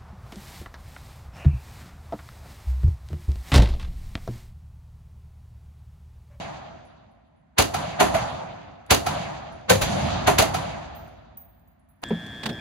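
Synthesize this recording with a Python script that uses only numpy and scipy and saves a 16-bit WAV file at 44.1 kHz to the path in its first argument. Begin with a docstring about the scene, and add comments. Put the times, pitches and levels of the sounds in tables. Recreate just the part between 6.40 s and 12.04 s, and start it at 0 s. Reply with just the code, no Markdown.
"""First the ringing tail of a rifle shot, then more shots from three neighbouring lanes of an indoor range.
The microphone stands in a booth. Each blast rattles round the nearby booths and dies fast; a slap
returns from the far end of the hall. The long tail is held down just after the blast, then swells
back up after the slap. Shots from one lane share their echoes.
Spent brass cases tinkle on the floor over the hum of the ventilation."""
import sys
import numpy as np
from scipy import signal
from scipy.fft import rfft, irfft
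from scipy.io import wavfile
from scipy.ndimage import uniform_filter1d

SR = 44100
rng = np.random.default_rng(int(sys.argv[2]) if len(sys.argv) > 2 else 0)


def waveform_to_disk(signal):
    """Save audio, clipped to [-1, 1], as 16-bit WAV at the path in sys.argv[1]."""
    frames = np.transpose(np.atleast_2d(signal))
    scaled = np.clip(frames, -1, 1) * 32767
    samples = np.round(scaled).astype(np.int16)
    wavfile.write(sys.argv[1], SR, samples)


N = 248708

# Rifle shots: start_s, lane, blast_db, tail_db
RIFLE_SHOTS = [(-.3, 0, -12, -31), (1.183, 0, -15, -29.5), (1.601, 1, -11.5, -27.5), (2.506, 0, -13.5, -28),
               (3.297, 2, -14, -18.5), (3.872, 1, -12, -32), (3.984, 0, -15, -31.5), (5.64, 0, -16.5, -22)]
# Muzzle blast at the microphone, a list per lane: frequency_hz, relative_density_db
BLAST_SPECTRA = [
    [(24, -32), (40, -7), (353, -8), (616, -10), (699, -8), (971, -3), (1190, -10), (3030, -18),
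     (5430, -18.5), (6320, -20.5), (8350, -29), (10500, -24.5), (15300, -31.5), (17000, -52)],
    [(24, -36.5), (40, -8), (207, -9), (353, -10), (543, -21), (616, -1.5), (735, -1.5), (1130, -10.5),
     (5160, -24.5), (6480, -22.5), (8790, -32.5), (9970, -25), (15300, -33.5), (17000, -84)],
    [(24, -50), (40, -5.5), (183, -9.5), (311, -23.5), (556, -5), (681, -12), (1160, -14), (1530, -18),
     (5300, -24.5), (7180, -25.5), (8570, -39), (9720, -29.5), (15300, -34), (17000, -66.5)],
]
# Course of a shot from each lane: rise_s, blast_bass_db, partition_echo_db, slap_s, swell_s,
# tail_tilt_db_per_octave, before_swell_db
LANE_COURSES = [(0.0018, -4.5, -2, 0.1579, 0.046, 0.2, -1), (0.0029, -4, -12.5, .144, 0.04, 1.52, 6.5),
                (0.0024, -1.5, -24.5, .119, 0.34, 2.5, -9)]
# Attack and ring of each lane: booth_ring_factor, booth_build_s, knock_over_slap_db,
# slap_tilt_db_per_octave, crack_db
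LANE_CHARACTER = [(1.2, .002, 5.5, 0.27, 2.5), (1.2, 0.0034, 9.5, 1, -6), (1.5, .012, 2.5, 1.5, 1.5)]
# Balance of each lane: booth_ring_db, slap_db, tilt_db_per_octave, tail_bass_db
LANE_BALANCE = [(-4, -12.5, 1.49, 3.2), (-3, -10.5, -0.52, 0), (0, -8.5, 1.37, 11.5)]
# Bass comes round the partitions later: frequency_hz, delay_s
PARTITION_DELAY = [(100, 0.012), (600, 0.01095), (2000, 0.0017), (8000, 0.0013)]
# Decay of the quick echoes round the booths: frequency_hz, t60_s
BOOTH_DECAY = [(60, 0.94), (250, .3), (800, 0.17), (3000, 0.24), (8000, 0.23), (15000, .2)]
# Booth resonances on the way to the microphone, a list per lane: pitch_hz, base_width_hz, weight_db
BOOTH_MODES = [
    [(97, 91, 13), (570, 30, 8), (910, 68, -10.5), (1320, 30, -11.5), (2180, 11, -15), (2830, 13, 2),
     (2960, 27, -16), (3180, 71, -14.5), (4100, 65, -1), (5300, 86, -11.5)],
    [(80.7, 89, -2.5), (403, 19, 0), (701, 47, -5), (1035, 11, -1.5), (1423, 210, -9), (1445, 25, -13),
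     (2000, 37, -14), (2400, 75, -19), (2900, 29, -16.5), (4270, 66, -6.5)],
    [(100, 5.7, 0), (170.5, 36, -8), (510, 20, 9.5), (546.4, 10, 3.5), (704, 25, -7), (800, 39, -10.5),
     (1533, 64, 10.5), (1820, 22, -1), (2580, 62, -12), (3160, 22, -5)],
]
# Decay of the slap from the far end: frequency_hz, t60_s
SLAP_DECAY = [(250, 0.21), (800, 0.28), (3000, 0.28), (12000, 0.15)]
# Colour of the slap against the blast: frequency_hz, gain_db
SLAP_TONE = [(80, 5.5), (300, -5.5), (800, -1.5), (3000, 0), (12000, -3.5)]
# Knock in the slap, a list per lane: pitch_hz, base_width_hz, weight_db
KNOCK_MODES = [
    [(724, 74, 13.5), (1170, 10, -8), (1335, 22, 0), (1740, 220, -28), (2230, 33, -54)],
    [(658.5, 23, 7), (1120, 130, -5), (1466, 23, -6.5), (1980, 78, -8.5), (2370, 47, -10)],
    [(576, 120, -5), (838, 19, 0), (1250, 44, 1), (1530, 65, 5), (2120, 58, -3)],
]
# Long tail of the hall: frequency_hz, relative_density_db
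HALL_SPECTRUM = [(18, -42.5), (30, -23.5), (76, -6.5), (151, -2.5), (425, -20.5), (686, 0), (1110, -10),
                 (1230, -10.5), (1980, -19.5), (6710, -30), (8520, -41), (11100, -36), (13400, -76.5),
                 (14500, -47), (17000, -101)]
# Decay of that tail: frequency_hz, t60_s
HALL_DECAY = [(50, 3.26), (120, 1.67), (300, 2.15), (700, 1.59), (1500, 1.584), (3000, 1.656),
              (6000, 1.215), (10000, 0.66), (15000, 0.65)]
# How far the tail is held down just after the blast: frequency_hz, gain_db
TAIL_DIP = [(80, -18), (300, -3.5), (1000, -11.5), (8000, -12)]
# Stereo width at the microphone: frequency_hz, side_minus_mid_db
STEREO_WIDTH = [(60, -5.5), (110, -29), (200, -5), (380, 10.5), (700, -1.5), (1290, -2), (2380, -0.5),
                (4400, -1), (8120, 1.5), (15000, -2.5)]
# Cases hit the floor: start_s, landing (0 wide case, 1 slim on its rim, 2 slim flat), ring_db, tick_db
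CASE_DROPS = [(.451, 0, -71, -62), (.71, 0, -75, -89), (.86, 0, -84, -95), (.96, 0, -82, -95),
              (2.464, 0, -66, -49), (3.124, 0, -66, -55), (4.551, 1, -42, -50), (4.679, 0, -73, -56),
              (4.682, 2, -70, -75), (4.972, 1, -33.5, -53.5), (5.195, 2, -67, -69), (5.275, 1, -56, -66),
              (5.315, 2, -75, -70), (5.394, 0, -71, -73), (5.488, 2, -58, -68), (5.618, 2, -57, -58)]
# Modes of a brass case: pitch_hz, base_t60_s, wide_db, slim_rim_db, slim_flat_db
BRASS_MODES = [(10020, .45, 0, -48, -30), (10660, .4, -20, -31, -7), (14940, .36, -20, 0, -3),
               (15220, .28, -22, -16, 0)]
# Ventilation hum: frequency_hz, relative_density_db
VENT_SPECTRUM = [(15, -48.5), (25, -17.5), (65, 6), (261, -1.5), (427, -36), (576, -17.5), (643, -6),
                 (717, -9), (799, -14), (1670, -21), (1810, -20), (2450, -28.5), (17000, -59)]
# Notches of the microphone housing: centre_hz, width_hz, gain_db
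HOUSING_NOTCHES = [(5430, 400, -8.5), (8550, 240, -19.5), (13430, 750, -15.5), (16700, 500, -14.5)]

SHOT_SAMPLES, STEP_SAMPLES, LEAD_S = 3 * SR, 32, .05  # one shot, its envelope step, time before the blast
TAPS_PER_S, PARTITION_ECHO_S = 14000, .041
TICK_T60_S, TICK_TAIL_DB, TICK_TAIL_T60_S = .02, -25.5, .15
QUICK_FACTOR, SLOW_FACTOR, SLOW_DB, WAVER_DEPTH = .4, 1.5, -13.5, .3  # brass fades in two stages
VENT_DB, BAND_LIMIT_HZ = -61.5, 16900


def rifle_shots():
    """Blast, booth ring, knock and hall tail, in mid and side; one set of echoes for each lane."""
    out = np.zeros((2, N + 2 * SHOT_SAMPLES))
    shape = (2, SHOT_SAMPLES)
    for lane, course in enumerate(LANE_COURSES):
        ring_factor, build_s, knock_db, slap_tilt, crack_db = LANE_CHARACTER[lane]
        ring_db, slap_db, tilt, tail_bass_db = LANE_BALANCE[lane]
        # Early echoes are separate taps of uneven size; the tail is dense.
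        taps = rng.standard_normal(shape) * (rng.random(shape) < TAPS_PER_S / SR)
        early = split_bands(coloured(taps, BLAST_SPECTRA[lane]))
        dense = split_bands(coloured(rng.standard_normal(shape), HALL_SPECTRUM))
        dense = hall_drift(dense, depth_db=1.9)
        booth = resonances(BOOTH_MODES[lane], LEAD_S, ring_factor, build_s)
        knock = resonances(KNOCK_MODES[lane], LEAD_S + course[3], ring_factor=.84, build_s=.003)
        blast = shaped(early, blast_power, course, slap_db, tilt, slap_tilt, crack_db)
        blast = blast + gain_of(ring_db) * booth + gain_of(slap_db + knock_db) * knock
        tail = shaped(dense, hall_power, course, tilt, tail_bass_db)
        for start_s, shot_lane, blast_db, tail_db in RIFLE_SHOTS:
            if shot_lane == lane:
                at = SHOT_SAMPLES + round((start_s - LEAD_S) * SR)
                out[:, at:at + SHOT_SAMPLES] += gain_of(blast_db) * blast + gain_of(tail_db) * tail
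    return out[:, SHOT_SAMPLES:SHOT_SAMPLES + N]


def blast_power(t, hz, course, slap_db, tilt, slap_tilt, crack_db):
    """Muzzle blast with quick booth echoes close by, one partition echo, and the slap from the far end."""
    rise_s, bass_db, echo_db, slap_s = course[:4]
    late_s = value_at(PARTITION_DELAY, hz)
    burst = rise_and_fall(t - late_s, rise_s / (1 + (hz / 6000) ** 2) + .1 * late_s,
                          value_at(BOOTH_DECAY, hz))
    crack = rise_and_fall(t - .5 * late_s, .0004, .09)  # the first arrivals stand out
    burst *= 1 + gain_of(2 * crack_db) * crack
    echo = rise_and_fall(t - PARTITION_ECHO_S, .0004 + .2 * late_s, .025)
    burst += gain_of(2 * echo_db) * echo * hz / (hz + 3000)
    slap = rise_and_fall(t - slap_s - .002, .0015 + .15 * late_s, value_at(SLAP_DECAY, hz))
    slap_db = slap_db + value_at(SLAP_TONE, hz) + tone_db(hz, tilt + slap_tilt, 0)
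    return gain_of(2 * tone_db(hz, tilt, bass_db)) * burst + gain_of(2 * slap_db) * slap


def resonances(modes, start_s, ring_factor, build_s):
    """Room modes build up over milliseconds, and wide ones die sooner; mid and side differ in phase."""
    hz, width_hz, weight_db = np.transpose(modes)[:, :, None]
    t = np.maximum(np.arange(SR // 2) / SR - start_s - .548 * value_at(PARTITION_DELAY, hz), 0)
    phase = rng.random((2, *hz.shape))
    rings = gain_of(weight_db) * np.sqrt(width_hz / 50) * np.sin(2 * np.pi * (hz * t + phase))
    rings *= gain_of([0 * hz, value_at(STEREO_WIDTH, hz) - 4.5])
    envelope = (1 - np.exp(-t / build_s)) * np.exp(-np.pi * width_hz * t / ring_factor)
    return np.pad((rings * envelope).sum(1), ((0, 0), (0, SHOT_SAMPLES - SR // 2)))


def hall_power(t, hz, course, tilt, bass_db):
    """The long tail is held down just after the blast, then swells back up after the slap."""
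    slap_s, swell_s, tail_tilt, before_db = course[3:]
    t60_s = value_at(HALL_DECAY, hz)
    held = min(gain_of(2 * (value_at(TAIL_DIP, hz) + before_db)), 1)
    swell = held + (1 - held) * (1 - np.exp(-(np.maximum(t - slap_s, 0) / swell_s) ** 2))
    level_db = 60 * slap_s / t60_s + tone_db(hz, tilt + tail_tilt, bass_db)
    return gain_of(2 * level_db) * swell * rise_and_fall(t, .0018, t60_s)


def hall_drift(bands, depth_db):
    """Each band of the tail swells and sags by chance as echoes run up and down the hall."""
    noise = rng.standard_normal((len(bands), SHOT_SAMPLES // STEP_SAMPLES + 1))
    drift = uniform_filter1d(noise, size=60) * np.sqrt(60)
    drift = np.repeat(uniform_filter1d(drift, size=20), STEP_SAMPLES, axis=1)[:, :SHOT_SAMPLES]
    return [(hz, sound * gain_of(depth_db * row)) for (hz, sound), row in zip(bands, drift)]


def brass_cases():
    """A thin tick on the floor, then the tube rings and wavers as it rolls; each ear has its own phase."""
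    out, t = np.zeros((2, N + SR)), np.arange(SR // 2) / SR
    count = len(CASE_DROPS)
    tick_band = signal.butter(2, [4500., 12000.], "band", fs=SR, output="sos")
    ticks = signal.sosfilt(tick_band, rng.standard_normal((count, 2, len(t))))
    tick_fade = gain_of(-60 * t / TICK_T60_S) + gain_of(TICK_TAIL_DB - 60 * t / TICK_TAIL_T60_S)
    rolls = uniform_filter1d(rng.standard_normal((count, len(t))), size=500) * np.sqrt(500)
    phases = rng.random((count, len(BRASS_MODES), 2, 1))
    attack = 1 - np.exp(-t / .0018)
    for (start_s, landing, ring_db, tick_db), tick, roll, turns in zip(CASE_DROPS, ticks, rolls, phases):
        sound = gain_of(tick_db) * tick_fade * tick
        for (hz, t60_s, *mode_db), turn in zip(BRASS_MODES, turns):
            quick = gain_of(-60 * t / (QUICK_FACTOR * t60_s))
            slow = gain_of(SLOW_DB - 60 * t / (SLOW_FACTOR * t60_s))
            level = gain_of(ring_db + mode_db[landing]) * (1 + WAVER_DEPTH * roll)
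            sound += level * attack * (quick + slow) * np.sin(2 * np.pi * (hz * t + turn))
        out[:, round(start_s * SR):][:, :len(t)] += sound
    return out[:, :N] * gain_of([[-.7], [.7]])


def ventilation():
    """Steady low rumble behind everything, in mid and side."""
    return gain_of(VENT_DB) * irfft(coloured(rng.standard_normal((2, N)), VENT_SPECTRUM), N)


def gain_of(db):
    """Decibels to an amplitude factor; twice the decibels give power."""
    return 10 ** (np.asarray(db) / 20)


def value_at(table, hz):
    """Reads a table on a log-frequency axis."""
    table_hz, values = np.transpose(table)
    return np.interp(np.log(hz + 1), np.log(table_hz + 1), values)


def tone_db(hz, db_per_octave, bass_db):
    """Treble slope above 1 kHz and a bass shelf below 300 Hz."""
    return db_per_octave * np.log2(max(hz, 1000) / 1000) + bass_db / (1 + (hz / 300) ** 2)


def rise_and_fall(t, rise_s, t60_s):
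    """Power that builds up to its top at t = 0 and then falls 60 dB in t60_s."""
    rise = np.exp(np.minimum(t, 0) / np.clip(rise_s, 1e-4, .02))
    return np.where(t < 0, rise, 10 ** (-6 * np.maximum(t, 0) / t60_s))


def coloured(noise, colour):
    """Spectra of mid and side for a raw noise pair; the mid has rms 1."""
    hz = np.fft.rfftfreq(noise.shape[1], 1 / SR)
    spectra = rfft(noise) * gain_of(value_at(colour, hz))
    spectra /= np.sqrt(2 * np.sum(abs(spectra[0]) ** 2)) / noise.shape[1]
    return spectra * gain_of([0 * hz, value_at(STEREO_WIDTH, hz)])


def split_bands(spectra, count=13):
    """Splits spectra into overlapping bands: pairs of centre_hz and sound."""
    size = 2 * (spectra.shape[1] - 1)
    log_hz = np.log(np.fft.rfftfreq(size, 1 / SR) + 1)
    centres_hz = np.geomspace(50, 15000, count)
    weights = [np.interp(log_hz, np.log(centres_hz), row) for row in np.eye(count)]
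    return [(hz, irfft(spectra * weight, size)) for hz, weight in zip(centres_hz, weights)]


def shaped(bands, power, *settings):
    """Gives each band its own course of power in time; the shot falls at LEAD_S."""
    t = np.arange(0, SHOT_SAMPLES, STEP_SAMPLES) / SR - LEAD_S
    return sum(sound * np.repeat(np.sqrt(power(t, hz, *settings)), STEP_SAMPLES)[:SHOT_SAMPLES]
               for hz, sound in bands)


def scene():
    """The range from the booth: mid and side become left and right, and the brass joins them."""
    mid, side = rifle_shots() + ventilation()
    return np.array([mid + side, mid - side]) * gain_of([[-.4], [.4]]) + brass_cases()


def record(dry):
    """The input saturates softly on blasts; the microphone has notches and drops deep bass and top treble."""
    saturated = 1.05 * np.tanh(dry / 1.05)
    hz = np.fft.rfftfreq(N, 1 / SR)
    notches_db = sum(db * np.exp(-((hz - centre) / width) ** 2) for centre, width, db in HOUSING_NOTCHES)
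    notched = irfft(rfft(saturated) * gain_of(notches_db), N)
    thinned = signal.sosfilt(signal.butter(4, 52., "high", fs=SR, output="sos"), notched)
    band_limit = signal.firwin(511, BAND_LIMIT_HZ, window=("kaiser", 9), fs=SR)
    return signal.oaconvolve(thinned, band_limit[None], "same")


dry = scene()
out = record(dry)
waveform_to_disk(out)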